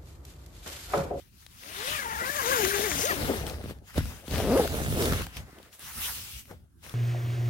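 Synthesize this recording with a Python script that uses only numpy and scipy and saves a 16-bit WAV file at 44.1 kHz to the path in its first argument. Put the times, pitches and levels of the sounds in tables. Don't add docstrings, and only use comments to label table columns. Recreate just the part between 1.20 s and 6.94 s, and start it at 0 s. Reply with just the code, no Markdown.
import sys
import numpy as np
from scipy import signal
from scipy.fft import rfft, irfft, next_fast_len
from scipy.io import wavfile
from scipy.ndimage import uniform_filter1d, map_coordinates

SR = 44100
rng = np.random.default_rng(int(sys.argv[2]) if len(sys.argv) > 2 else 0)


def persist_wave(psi):
    counts = np.round(np.clip(psi, -1, 1) * 32767).astype(np.int16)
    wavfile.write(sys.argv[1], SR, np.atleast_2d(counts).T)


N = 253134

# t/s, hiss level/dB, body level/dB
RUBBING = [(0.0, -58.5, -69), (0.11, -70, -77), (0.21, -57.5, -71), (0.27, -61, -83), (0.45, -49, -58.5),
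           (0.7, -34.5, -50), (0.85, -45, -49), (1.2, -39.5, -45), (1.32, -35, -40), (1.9, -36, -39),
           (1.97, -41, -37), (2.03, -38.5, -35.5), (2.16, -41.5, -32.5), (2.25, -50, -41), (2.28, -42, -36),
           (2.38, -58, -52), (2.51, -50.5, -47), (2.54, -64.5, -58), (2.62, -79, -62), (2.68, -54, -66),
           (2.73, -55.5, -58), (2.78, -37, -37.5), (2.81, -47, -53), (2.91, -48.5, -49),
           (3.04, -59.5, -54.5), (3.075, -49, -56), (3.1, -48, -48), (3.15, -37.5, -30.5),
           (3.29, -43.5, -33.5), (3.37, -36.5, -24.5), (3.5, -42, -39), (3.69, -41, -42),
           (3.82, -34.5, -41), (4.0, -41.5, -39.5), (4.05, -49, -54), (4.12, -58, -59), (4.16, -50, -56),
           (4.172, -44, -49), (4.25, -65.5, -58.5), (4.46, -61, -55.5), (4.51, -66, -63),
           (4.54, -51.5, -68.5), (4.58, -61.5, -73), (4.61, -49, -60.5), (4.74, -43.5, -63),
           (4.82, -36, -54), (4.9, -36, -59.5), (5.07, -45.5, -61), (5.2, -45.5, -78), (5.24, -59, -92),
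           (5.31, -59, -49.5), (5.42, -77.5, -67), (5.56, -85, -90), (5.62, -65.5, -74), (5.64, -50.5, -57),
           (5.74, -53.5, -57)]
# t/s, treble level left over right/dB, lead of the left port/ms
DIRECTION = [(0, 8, 0.5), (0.4, 4.5, 0.36), (1.2, 10.5, 0.42), (1.75, 7.5, .41), (2.25, 5.5, 0.18),
             (2.75, 4, 0.19), (3.24, 7.5, 0.013), (3.6, 0, -0.23), (4.25, 3, -0.16), (4.8, 1, 0.06),
             (5.25, 3, .16), (5.74, 4.5, 0.2)]
# f/Hz, bandwidth/Hz, level/dB
SLIDER_MODES = [(950, 600, 0), (1710, 850, 7), (3720, 560, 2.5), (6600, 330, -16.5)]


def amp(db):
    return 10 ** (np.asarray(db) / 20)


def unit(x):
    return x / np.sqrt(np.mean(x ** 2) + 1e-20)


def curves(rows):
    times, *columns = np.transpose(rows)
    return [np.interp(np.arange(N) / SR, times, column) for column in columns]


def wobble(rate):
    knots = rng.standard_normal(int(N * rate / SR) + 4)
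    return map_coordinates(knots, [np.arange(N) * rate / SR], order=2)


def filtered(x, response):
    size = next_fast_len(N + SR // 2)
    return irfft(rfft(x, size) * response(np.fft.rfftfreq(size, 1 / SR)), size)[..., :N]


def colour(points):
    f, db = np.transpose(points)
    def response(hz):
        magnitude = amp(np.interp(np.log(hz + 1), np.log(f + 1), db))
        cepstrum = irfft(np.log(magnitude + 1e-6))
        cepstrum[1:len(hz) - 1] *= 2
        cepstrum[len(hz):] = 0
        return np.exp(rfft(cepstrum))
    return response


def modes(table):
    return lambda f: sum((-1) ** k * amp(db) * 1j * f * width / (f0 * f0 - f * f + 1j * f * width)
                         for k, (f0, width, db) in enumerate(table))


def flicker_noise(spectrum, depth_db, rate, channels=3):
    noise = rng.standard_normal((channels, N)) * amp(depth_db * wobble(rate))
    return unit(filtered(noise, colour(spectrum)))


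def placed(x, pan_db, diffuse):
    shift = curves(DIRECTION)[1] / 2 * SR / 1000
    direct = np.array([map_coordinates(x, [np.arange(N) + side * shift], order=3) for side in (1, -1)])
    return (direct + diffuse) * amp([pan_db / 2, -pan_db / 2])


def low_pan_db():
    lead_ms = curves(DIRECTION)[1]
    return 2.5 + 13 * lead_ms


def outdoor_air():
    # f/Hz, level/dB
    spectrum = [(88, -24), (150, -5.5), (383, -3.5), (523, -30), (1590, -16.5), (2090, -37), (4470, -37),
                (11200, -23.5), (15900, -42)]
    return amp(-70.5) * flicker_noise(spectrum, depth_db=-2.5, rate=20, channels=2)


def wall_flap():
    # t/s, level/dB
    motion = [(0.0, -54), (0.2, -58.5), (0.38, -58.5), (0.8, -46), (1.34, -43), (1.77, -41), (1.89, -45),
              (2.0, -33.5), (2.5, -39.5), (2.62, -50.5), (2.74, -59), (2.79, -29), (2.87, -34.5),
              (2.92, -45), (3.04, -52), (3.09, -42), (3.13, -29.5), (3.3, -30.5), (3.45, -34.5), (3.6, -31),
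              (3.92, -25.5), (4.04, -46), (4.14, -51), (4.4, -59), (4.62, -65), (4.86, -49), (5.24, -55.5),
              (5.33, -47), (5.42, -49.5), (5.5, -59.5), (5.7, -53), (5.74, -55)]
    # t/s of the peak, level/dB
    swings = [(1.49, -51), (1.77, -35), (2.09, -52), (2.33, -49), (2.46, -36), (2.78, -28), (2.855, -36.5),
              (3.72, -33), (3.92, -31), (4.01, -32), (4.19, -34.5), (4.65, -46.5), (4.78, -41), (5.16, -53),
              (5.66, -49)]
    # f/Hz, level/dB
    spectrum = [(12, -44.5), (20, -19.5), (65, 4.5), (86, 2.5), (124, -5.5), (151, -6), (209, -11),
                (250, -14), (320, -26), (550, -120)]
    rise_db_per_s, fall_db_per_s = 494, 230
    t = np.arange(N) / SR
    swing = sum(amp(db - np.maximum(rise_db_per_s * (s - t), fall_db_per_s * (t - s))) for s, db in swings)
    envelope = amp(curves(motion)[0] + 2.2 * wobble(14)) + swing
    boom = envelope * flicker_noise(spectrum, depth_db=1, rate=28)
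    return (0.65 * boom[0] + 0.34 * boom[1:]) * amp([[-0.8], [0.8]])


def shifting_folds(hiss, depth_db):
    # t/s, treble level/dB, scaled below into a slope
    sheen = [(0, -0.5), (.7, -7.5), (1.26, 1.5), (2, -0.5), (2.4, -6), (3.2, -4), (3.7, -1), (3.97, -5),
             (4.3, -12), (4.72, 4.5), (5, -1), (5.74, -3.5)]
    hz, t, spectra = signal.stft(hiss, SR, nperseg=256)
    patches = uniform_filter1d(rng.standard_normal(spectra.shape[1:]), size=5, axis=0)
    patches = unit(uniform_filter1d(patches, size=20, axis=1))
    slope = 0.43 * (np.interp(t, *np.transpose(sheen)) - 2)
    tilt_db = slope * np.log2((hz[:, None] + 500) / 6500)
    return signal.istft(spectra * amp(depth_db * patches + tilt_db), SR, nperseg=256)[1][:, :N]


def cloth_rub():
    # f/Hz, level/dB
    hiss_band = [(1180, -19), (2000, -7), (2710, 0), (4520, -2.5), (6450, -2.5), (7410, -4.5), (8970, -1),
                 (12300, -0.5), (13700, -1), (15000, -2.5), (15900, -1.5)]
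    # f/Hz, level/dB
    scuff_band = [(400, -34), (800, -3.5), (1300, 1.5), (2100, -1.5), (3000, -23), (5000, -17)]
    # f/Hz, level/dB
    body_band = [(90, -25), (170, -4), (300, -2), (520, -1), (800, -4), (1500, -37.5)]
    # t/s, level/dB
    coarseness = [(0, -3), (1.0, 3), (1.5, -0.5), (2.2, 1.5), (2.7, 1), (3.3, -2.5), (3.8, -4), (3.95, 5.5),
                  (4.17, -0.5), (4.27, 11.5), (4.5, -1), (4.75, 0), (4.9, -4.5), (5.24, -8), (5.32, 7),
                  (5.42, -3), (5.62, -1), (5.7, 9.5), (5.74, -1)]
    hiss_db, body_db = curves(RUBBING)
    scuff_db = body_db + 0.73 * (hiss_db - body_db) + curves(coarseness)[0]
    hiss_gain = amp(hiss_db + 1.06 * wobble(25))
    hiss = hiss_gain * shifting_folds(flicker_noise(hiss_band, depth_db=0.5, rate=1200), depth_db=2)
    scuff = amp(scuff_db - 3.5 + 2.46 * wobble(30)) * flicker_noise(scuff_band, depth_db=1, rate=400)
    body = amp(body_db - 3.5 + 4.16 * wobble(40)) * flicker_noise(body_band, depth_db=2.5, rate=150)
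    treble_pan_db = curves(DIRECTION)[0]
    upper = placed(0.5 * hiss[0] + 0.72 * scuff[0], treble_pan_db, 1.345 * hiss[1:] + 0.81 * scuff[1:])
    return upper + placed(0.9 * body[0], low_pan_db(), 0.37 * body[1:])


def snaps():
    # t/s, crack level/dB, f/Hz, thump level/dB
    events = [(0.2644, -38, 3700, -69), (0.4353, -38, 2830, -54), (1.45, -17, 2008, -46),
              (1.7161, -20, 2117, -40), (2.2669, -28, 3210, -26), (2.2977, -31, 3300, -36),
              (2.4395, -42.5, 1340, -22.5), (2.4992, -38.5, 1220, -29), (2.5862, -52.5, 890, -44),
              (2.7443, -40.5, 1500, -50), (2.758, -48, 1470, -35), (2.7789, -30, 3500, -8),
              (2.806, -39.5, 3380, -24), (2.856, -35, 1280, -43), (3.08, -35.5, 3700, -23),
              (3.1107, -31.5, 3726, -31), (3.1362, -37.5, 1340, -18.5), (3.182, -27.5, 1380, -30),
              (3.3762, -25.5, 1629, -39), (3.4756, -24, 1361, -33), (3.6157, -35, 1317, -17),
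              (3.8231, -22.5, 3878, -15), (3.857, -24, 3787, -25), (3.9226, -21.5, 1218, -16),
              (3.934, -21, 1370, -17), (4.0195, -28, 2072, -27), (4.067, -31, 1202, -43),
              (4.1692, -29.5, 2590, -42), (4.3283, -53, 746, -36), (4.3861, -44.5, 3200, -45),
              (4.4295, -44, 4160, -44.5), (4.529, -44, 3840, -59), (4.594, -38, 9800, -44),
              (4.7804, -35, 9000, -41), (5.255, -47, 2670, -62), (5.312, -43.5, 1390, -33.5),
              (5.631, -48.5, 1400, -53), (5.664, -39, 1670, -53), (5.695, -36, 3260, -59)]
    # f/Hz, bandwidth/Hz, level/dB
    wall_modes = [(72, 18, -28), (143, 49, -2.5), (270, 80, -1), (474, 290, -8.5)]
    ring_t60_s, burst_t60_s = 0.014, 0.012
    cracks, blows = np.zeros((2, N + SR)), np.zeros(N)
    t = np.arange(SR // 40) / SR
    for s, db, hz, thump_db in events:
        start = round(s * SR)
        pan_db = np.interp(s, *np.transpose(DIRECTION)[:2])
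        phase_drift = np.cumsum(rng.normal(0, 0.36, len(t)))
        ring = 0.97 * np.sin(2 * np.pi * hz * t + phase_drift) * amp(-60 * t / ring_t60_s)
        burst = 0.6 * rng.standard_normal((2, len(t))) * amp(-60 * t / burst_t60_s)
        cracks[:, start:start + len(t)] += amp([[db + pan_db / 2], [db - pan_db / 2]]) * (ring + burst)
        blows[start] = amp(thump_db + 36.5)
    thumps = filtered(blows, lambda f: modes(wall_modes)(f) / (1 + 1j * f / 600) ** 2)
    return cracks[:, :N] + thumps


def sliding(pulls):
    t = np.arange(N) / SR
    moving = sum((t >= pull[0][0]) & (t < pull[-1][0]) for pull in pulls)
    return uniform_filter1d(moving.astype(float), size=400)


def slow_zip():
    # t/s, tooth rate f/Hz, thud level/dB, unevenness/1
    pulls = [
        [(1.94, 265.1, -37, .25), (2.02, 301.6, -32.5, 0.08), (2.062, 250.5, -41.5, 0.19),
         (2.102, 276.5, -23, 0.05), (2.128, 240.6, -32.5, 0.08), (2.19, 175.5, -38, 0),
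         (2.296, 90.2, -48, 0.32), (2.37, 88.5, -51, 0.48), (2.508, 76.9, -40, 0.45), (2.54, 75.4, -56, 0.28)],
        [(3.1, 88.8, -54, 0.2), (3.126, 114, -28, .4), (3.176, 181.4, -42, 0.32), (3.2, 209.2, -27.5, 0.41),
         (3.26, 182, -26, 0.23), (3.288, 198, -20.5, 0.16), (3.352, 281, -15.5, .08), (3.374, 552, -15.5, 0.08),
         (3.43, 425.6, -26.5, 0.2), (3.46, 388.7, -32.5, 0.31), (3.5, 154.8, -41.5, 0.2),
         (3.548, 258.2, -31, 0.43), (3.608, 123.1, -36, 0.39), (3.716, 84.65, -36.5, 0.46),
         (3.77, 204.4, -27, 0.2), (3.796, 422.5, -23, 0.19), (3.85, 289.2, -25, 0.25),
         (3.916, 131.3, -33, 0.36), (3.98, 263.2, -36, 0.45), (4.016, 183, -32.5, 0.34),
         (4.05, 110.8, -76, 0.42)],
    ]
    # f/Hz, level/dB
    tape = [(20, -60), (60, -20.5), (150, -1), (300, -1.5), (520, -2), (800, -14.5), (1300, -19.5),
            (3000, -60.5), (16000, -54)]
    tooth_hz, thud_db, uneven = curves(np.concatenate(pulls))
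    tick_db = curves(RUBBING)[0] - 3.5
    passed = np.cumsum(tooth_hz / SR)
    jitter, thud_scatter, tick_scatter = rng.standard_normal((int(passed[-1]), 3)).T
    due = np.interp(np.arange(len(jitter)), passed, np.arange(N))
    spread = (0.6 * uneven * SR / tooth_hz)[due.astype(int)]
    hits = np.clip(due + spread * jitter, 0, N - 1).astype(int)
    strength = sliding(pulls)[hits] * np.sqrt(SR / tooth_hz[hits])
    def blows(db, scatter):
        return np.bincount(hits, strength * amp(db[hits] + 10 * uneven[hits] * scatter), N)
    thuds = amp(13.5) * filtered(blows(thud_db, thud_scatter), colour(tape))
    ticks = filtered(blows(tick_db, 1.3 * tick_scatter), modes(SLIDER_MODES))
    return thuds + ticks


def fast_zip():
    # t/s, tooth rate f/Hz, level/dB of fundamental, of octave, of higher harmonics
    pull = [(0.42, 252.2, -78, -64, -79), (0.488, 300, -60, -56, -56), (0.528, 324.8, -72, -62, -57.5),
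            (0.6, 415, -48.5, -49, -51), (0.684, 555, -45.5, -52, -62), (0.738, 627, -53, -36, -42),
            (0.8, 547.5, -57, -45, -38.5), (0.864, 459.4, -56, -36, -46.5), (0.97, 440, -60, -36.5, -44),
            (1.0, 469.4, -55, -44, -38), (1.07, 519, -42, -35, -41), (1.1, 566, -54, -44, -41),
            (1.174, 605, -42, -44, -39), (1.198, 532.6, -48, -35, -33.5), (1.225, 515, -48, -38, -50),
            (1.244, 448.6, -38, -36, -46), (1.32, 535.8, -34.5, -32, -33), (1.36, 501, -36.5, -35, -34.5),
            (1.446, 365, -33, -39, -40.5), (1.514, 403, -39.5, -49, -38), (1.57, 406.7, -33.5, -43, -36),
            (1.59, 384.5, -38, -40, -47), (1.648, 449, -33.5, -45, -38), (1.714, 310, -46, -40, -58),
            (1.772, 267, -44, -55.5, -52), (1.818, 316.7, -49, -40, -51), (1.86, 562.5, -29.5, -54, -50),
            (1.884, 691.5, -48, -31.5, -39), (1.912, 612, -54, -33, -28), (1.94, 467.6, -53, -36, -55)]
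    # f/Hz, bandwidth/Hz, level/dB
    formants = [(1280, 420, 1), (1864, 810, 4)]
    # t/s, level/dB
    ringing = [(0.42, -68.5), (0.66, -57.5), (0.856, -61.5), (1.26, -39.5), (1.65, -38.5), (1.834, -31.5),
               (1.94, -50)]
    # f/Hz, bandwidth/Hz, level/dB
    tooth_modes = [(6360, 630, 0)]
    tooth_hz, fundamental_db, octave_db, upper_db = curves(pull)
    wavering_hz = uniform_filter1d(tooth_hz, size=500) * (1 + 0.0122 * wobble(60))
    phase = 2 * np.pi * np.cumsum(wavering_hz) / SR + 0.13 * wobble(300)
    tone = amp(fundamental_db + 5 + 2.2 * wobble(70)) * np.sin(phase)
    tone += amp(octave_db + 3 * wobble(70)) * np.sin(2 * phase + 0.49 * wobble(160))
    for k in range(2, 6):
        flicker_db = (2.2 + 0.8 * k) * wobble(70) + 1.8 * wobble(14.13)
        resonance = abs(modes(formants)((k + 1) * tooth_hz)) ** 2
        phase_blur = 0.55 * k ** 1.15 * wobble(160)
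        tone += amp(upper_db - 2 * k + flicker_db) * resonance * np.sin((k + 1) * phase + phase_blur)
    puffs = rng.standard_normal(N) * amp(23 * np.cos(phase) + 3.1 * wobble(120))
    rasp = amp(curves(RUBBING)[0] - 5.5) * unit(filtered(puffs, modes(SLIDER_MODES)))
    sizzle = amp(curves(ringing)[0] - 2.5) * unit(filtered(puffs, modes(tooth_modes)))
    return sliding([pull]) * (tone + rasp + sizzle)


def scene():
    teeth = fast_zip() + slow_zip()
    taps, scatter_t60_s = SR // 30, 0.049
    echoes = rng.standard_normal((2, taps)) * amp(-60 * np.arange(taps) / SR / scatter_t60_s)
    scattered = signal.fftconvolve(teeth[None], unit(echoes) / np.sqrt(taps), axes=1)[:, :N]
    zipper = placed(teeth, low_pan_db(), amp(-12) * scattered)
    return outdoor_air() + wall_flap() + cloth_rub() + snaps() + zipper


def record(dry):
    # f/Hz, level/dB
    imbalance = [(30, 4.5), (125, -0.5), (500, 0.5), (1200, -2.5), (2500, .5), (5000, 3), (9000, -3),
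                 (14000, -2)]
    band_limit_hz = 15870
    f, db = np.transpose(imbalance)
    def response(hz):
        pan_db = np.interp(np.log(hz + 1), np.log(f), db)
        return amp([pan_db / 2, -pan_db / 2]) * (hz < band_limit_hz)
    return filtered(dry, response)


dry = scene()
out = record(dry)
persist_wave(out)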